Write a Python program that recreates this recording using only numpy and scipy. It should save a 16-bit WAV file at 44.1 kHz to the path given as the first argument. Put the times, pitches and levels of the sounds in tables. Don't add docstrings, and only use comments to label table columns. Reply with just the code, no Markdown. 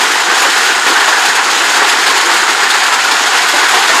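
import sys
import numpy as np
from scipy import signal
from scipy.fft import rfft, irfft
from scipy.io import wavfile
from scipy.ndimage import uniform_filter1d, minimum_filter1d

SR = 44100
rng = np.random.default_rng(int(sys.argv[2]) if len(sys.argv) > 2 else 0)


def generate_wav(signal):
    frames = np.transpose(np.atleast_2d(signal))
    scaled = np.clip(frames, -1, 1) * 32767
    pcm = np.round(scaled).astype(np.int16)
    wavfile.write(sys.argv[1], SR, pcm)


N = 176400
TIME = np.arange(N) / SR
THUD_T60_S, KNOCK_T60_S, SPRAY_T60_S = 0.14, 0.11, 0.13
ROOF_ATTACK_S, SPRAY_ATTACK_S = 0.0021, 0.0052

# (frequency [Hz], level [dB])
THUD_SPECTRUM = [(100, -101), (200, -20), (330, 3), (470, 3.5), (600, -4), (900, -18), (2000, -42)]
KNOCK_SPECTRUM = [(120, -55), (330, -18.5), (580, -16), (820, -2.5), (1230, -3.5), (1440, -2), (1850, -2.5),
                  (2400, -11), (5000, -20), (14000, -58)]
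SPRAY_SPECTRUM = [(150, -54), (900, -18), (2500, 0.5), (5100, -1.5), (5800, -7.5), (6800, -2),
                  (8500, -10.5), (12000, -16), (14500, -25)]
# (time [s],
# thud level [dB], thud pitch [Hz], knock level [dB], knock pitch [Hz], spray level [dB])
BIG_STRIKES = [(.03, -13, 400, -10, 1010, -4), (.14, -14, 398, -6, 1460, -9),
               (0.296, -18, 403, 2.5, 1525, -7), (.373, -3, 478, -11, 1480, 3),
               (.416, -7, 470, -6, 1570, 5.5), (.445, 4, 546, 3.5, 1577, -6), (0.606, 0, 391, -4, 1850, 0),
               (0.683, -1, 464, -5, 1550, -9), (0.862, 2, 399, -1, 1900, 3.5),
               (0.899, 5.5, 335, -3, 1510, -6), (.956, -11, 406, 3, 1550, -14),
               (1.014, -2, 400, -1, 2000, -5), (1.076, 5, 626, 3.5, 1100, 2.5),
               (1.125, -11, 347, 4, 1740, -13), (1.168, -8, 404, 4.5, 1670, -8),
               (1.248, -10, 330, -6, 930, 3), (1.284, 0, 145, -17, 1500, 2), (1.35, 0, 407, -4, 1476, 5.5),
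               (1.383, -11, 393, 2, 973, -12), (1.759, 1.5, 357, -10, 1460, 3.5),
               (1.814, 5.5, 430, 2.5, 1146, -15), (1.845, -2, 346, -4, 856, -11),
               (1.884, -17, 400, -13, 1500, 6), (2.062, -3, 353, 3.5, 1585, 6),
               (2.098, 3.5, 469, 2.5, 1070, 0), (2.171, -11, 395, -4.5, 1860, 0),
               (2.255, 3.5, 350, -5, 1480, 2), (2.292, 5, 332, 0.5, 886, -10), (2.336, 1, 402, -3, 1410, 1),
               (2.628, 1, 395, -2, 1646, 2), (2.697, -3, 403, -4, 1245, 5), (2.736, -4, 400, -3, 1454, 1),
               (2.83, -17, 403, -1.5, 1100, 1), (2.923, -16, 403, 3.5, 1316, -15),
               (3.109, -8, 398, -2.5, 1007, 6), (3.236, -8, 397, -1, 1443, -9),
               (3.348, -4, 490, 2, 1410, -19), (3.483, -19, 400, 0, 1480, 6.5),
               (3.533, 5, 588, -5, 813, -11), (3.582, -16, 402, 4.5, 1464, -1),
               (3.628, -6, 395, -2, 1020, -5), (3.683, -6, 407, -4, 1760, 3), (3.74, 6, 385, 1, 730, 2),
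               (3.775, -6, 403, 0.5, 794, -11), (3.834, -7, 407, 1.5, 1517, -5),
               (3.891, 9, 658, 4.5, 1820, 1.5), (3.956, -15, 400, -7, 1480, -4)]
def big_stones(thud_base_db=-24.5, knock_base_db=-10.5, spray_base_db=-13):
    out = np.zeros(N)
    for start_s, thud_db, thud_hz, knock_db, knock_hz, spray_db in BIG_STRIKES:
        thud = impact(THUD_SPECTRUM, THUD_T60_S, ROOF_ATTACK_S)
        thud += amp(0.5) * roof_mode(thud_hz, t60_s=0.16)
        knock = impact(KNOCK_SPECTRUM, KNOCK_T60_S, ROOF_ATTACK_S)
        knock += amp(-3.5) * roof_mode(knock_hz, t60_s=0.13)
        spray = impact(SPRAY_SPECTRUM, SPRAY_T60_S, SPRAY_ATTACK_S)
        add(out, start_s, amp(thud_base_db + thud_db) * thud)
        add(out, start_s, amp(knock_base_db + knock_db) * knock)
        add(out, start_s, amp(spray_base_db + spray_db) * spray)
    return out


def roof_mode(hz, t60_s, size=8192):
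    t = np.arange(size) / SR
    return np.sqrt(2) * np.sin(2 * np.pi * hz * t) * (1 - np.exp(-t / ROOF_ATTACK_S)) * amp(-60 * t / t60_s)


def impact(spectrum, t60_s, attack_s, colour_db=3.0, size=8192):
    hz, t = np.fft.rfftfreq(size, 1 / SR), np.arange(size) / SR
    colour = level_at([(f, rng.standard_normal()) for f in np.geomspace(200, 15000, 44)], hz)
    mode_gains = amp(level_at(spectrum, hz) + colour_db * colour)
    modes = irfft(rfft(rng.standard_normal(size)) * mode_gains)
    return unit(modes) * (1 - np.exp(-t / attack_s)) * amp(-60 * t / t60_s)


# (frequency [Hz], level [dB])
PING_SPECTRUM = [(1100, -50), (1340, -14), (1430, 3.5), (1540, -5), (1640, -8), (2000, -40)]
# (time [s], level [dB])
DRUMMING_WEIGHT = [(0, 1.5), (.9, 1), (1.6, 1.5), (2.3, 1.5), (2.6, -6.5), (3.4, -2.5), (3.8, -1), (4, -4)]
def middling_stones():
    thuds = shower(THUD_SPECTRUM, THUD_T60_S, ROOF_ATTACK_S, per_s=80, colour_db=1.5)
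    knocks = shower(KNOCK_SPECTRUM, KNOCK_T60_S, ROOF_ATTACK_S, per_s=160, colour_db=2.5)
    pings = shower(PING_SPECTRUM, t60_s=0.21, attack_s=ROOF_ATTACK_S, per_s=30, colour_db=2)
    sprays = shower(SPRAY_SPECTRUM, SPRAY_T60_S, SPRAY_ATTACK_S, per_s=50, colour_db=0.5)
    weight_db = np.interp(TIME, *np.transpose(DRUMMING_WEIGHT))
    return amp(-32.5 + weight_db) * thuds + amp(-17.5) * knocks + amp(-25) * pings + amp(-22.5) * sprays


def shower(spectrum, t60_s, attack_s, per_s, colour_db, spread_db=3.0, spots=40):
    lands = rng.random(N) < per_s / SR
    sizes = np.minimum(rng.exponential(1, N), 2.43)
    hits = lands * amp(spread_db * sizes)
    struck_spot = rng.integers(0, spots, N)
    mix_spectrum = 0
    for spot in range(spots):
        ring = impact(spectrum, t60_s, attack_s, colour_db)
        mix_spectrum += rfft(hits * (struck_spot == spot)) * rfft(ring, N)
    return unit(irfft(mix_spectrum, N))


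# (frequency [Hz], level [dB])
TICK_SPECTRUM = [(300, -40), (1500, -7), (3000, 10.5), (5100, 6), (5800, -2), (6800, 11.5), (8500, 2.5),
                 (12000, -32), (14500, -9)]
def pellets():
    ticks = shower(TICK_SPECTRUM, t60_s=0.012, attack_s=0.00038, per_s=800, colour_db=2, spread_db=6.5)
    return amp(-24.5) * ticks


# (frequency [Hz], level [dB])
YARD_SPECTRUM = [(20, -39), (115, -55), (170, -33.5), (230, -15), (330, -7), (460, -7), (570, -11.5),
                 (640, -12.5), (730, -1.5), (840, 0), (1250, -2), (1430, 0.5), (1800, -0.5), (2250, -5.5),
                 (3300, -8), (5100, -10.5), (5800, -13.5), (6800, -11.5), (8300, -18), (10000, -22),
                 (12500, -32.5), (14500, -34)]
def yard_roar(patch_db=1.3, flicker_db=0.64):
    frames, hz = N // 256 + 5, np.fft.rfftfreq(1024, 1 / SR)
    real, imag, patches = rng.standard_normal((3, frames, len(hz)))
    patches = uniform_filter1d(patches, size=10, axis=0)
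    patches = unit(uniform_filter1d(patches, size=12, axis=1))
    flicker = unit(uniform_filter1d(rng.standard_normal(frames), size=8))[:, None]
    gains = amp(level_at(YARD_SPECTRUM, hz) + patch_db * patches + flicker_db * flicker)
    _, wash = signal.istft(((real + 1j * imag) * gains).T, nperseg=1024, noverlap=768)
    return amp(-13.5) * unit(wash[:N])


def amp(db):
    return 10 ** (np.asarray(db) / 20)


def unit(x):
    return x / np.sqrt(np.mean(x ** 2) + 1e-20)


def level_at(spectrum, hz):
    points_hz, db = np.transpose(spectrum)
    return np.interp(np.log(hz + 1), np.log(points_hz), db)


def add(mix, start_s, sound):
    part = mix[max(round(start_s * SR), 0):][:len(sound)]
    part += sound[:len(part)]


# (time [s], level [dB])
FALL_STRENGTH = [(0, 1), (.3, 0), (.5, .2), (.78, 0), (1.0, 0.2), (1.2, -0.9), (1.6, 0.7), (2.0, 0.5),
                 (2.35, -0.1), (2.55, -0.1), (2.85, -0.5), (3.05, 0), (3.25, 0.5), (3.6, 0.2), (3.78, 0),
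                 (4, 1.7)]
def scene():
    strength = amp(np.interp(TIME, *np.transpose(FALL_STRENGTH)))
    downpour = strength * (yard_roar() + middling_stones() + pellets())
    return (downpour + big_stones())[None]


def record(dry, bass_cut_hz=175, bass_leak_db=-17, limiter_s=0.00059, top_hz=14650):
    highpass = signal.butter(8, bass_cut_hz, "high", fs=SR, output="sos")
    thinned = signal.sosfilt(highpass, dry) + amp(bass_leak_db) * dry
    span = 2 * round(limiter_s * SR) + 1
    needed_gain = 1 / np.maximum(abs(thinned), 1)
    limited = thinned * uniform_filter1d(minimum_filter1d(needed_gain, span), span)
    rumble_shelf = amp(level_at([(110, -7), (170, 0.033)], np.fft.rfftfreq(N, 1 / SR)))
    shelved = irfft(rfft(limited) * rumble_shelf, N)
    lowpass = signal.firwin(511, top_hz, window=("kaiser", 9), fs=SR)
    return signal.oaconvolve(shelved, lowpass[None], "same")


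dry = scene()
out = record(dry)
generate_wav(out)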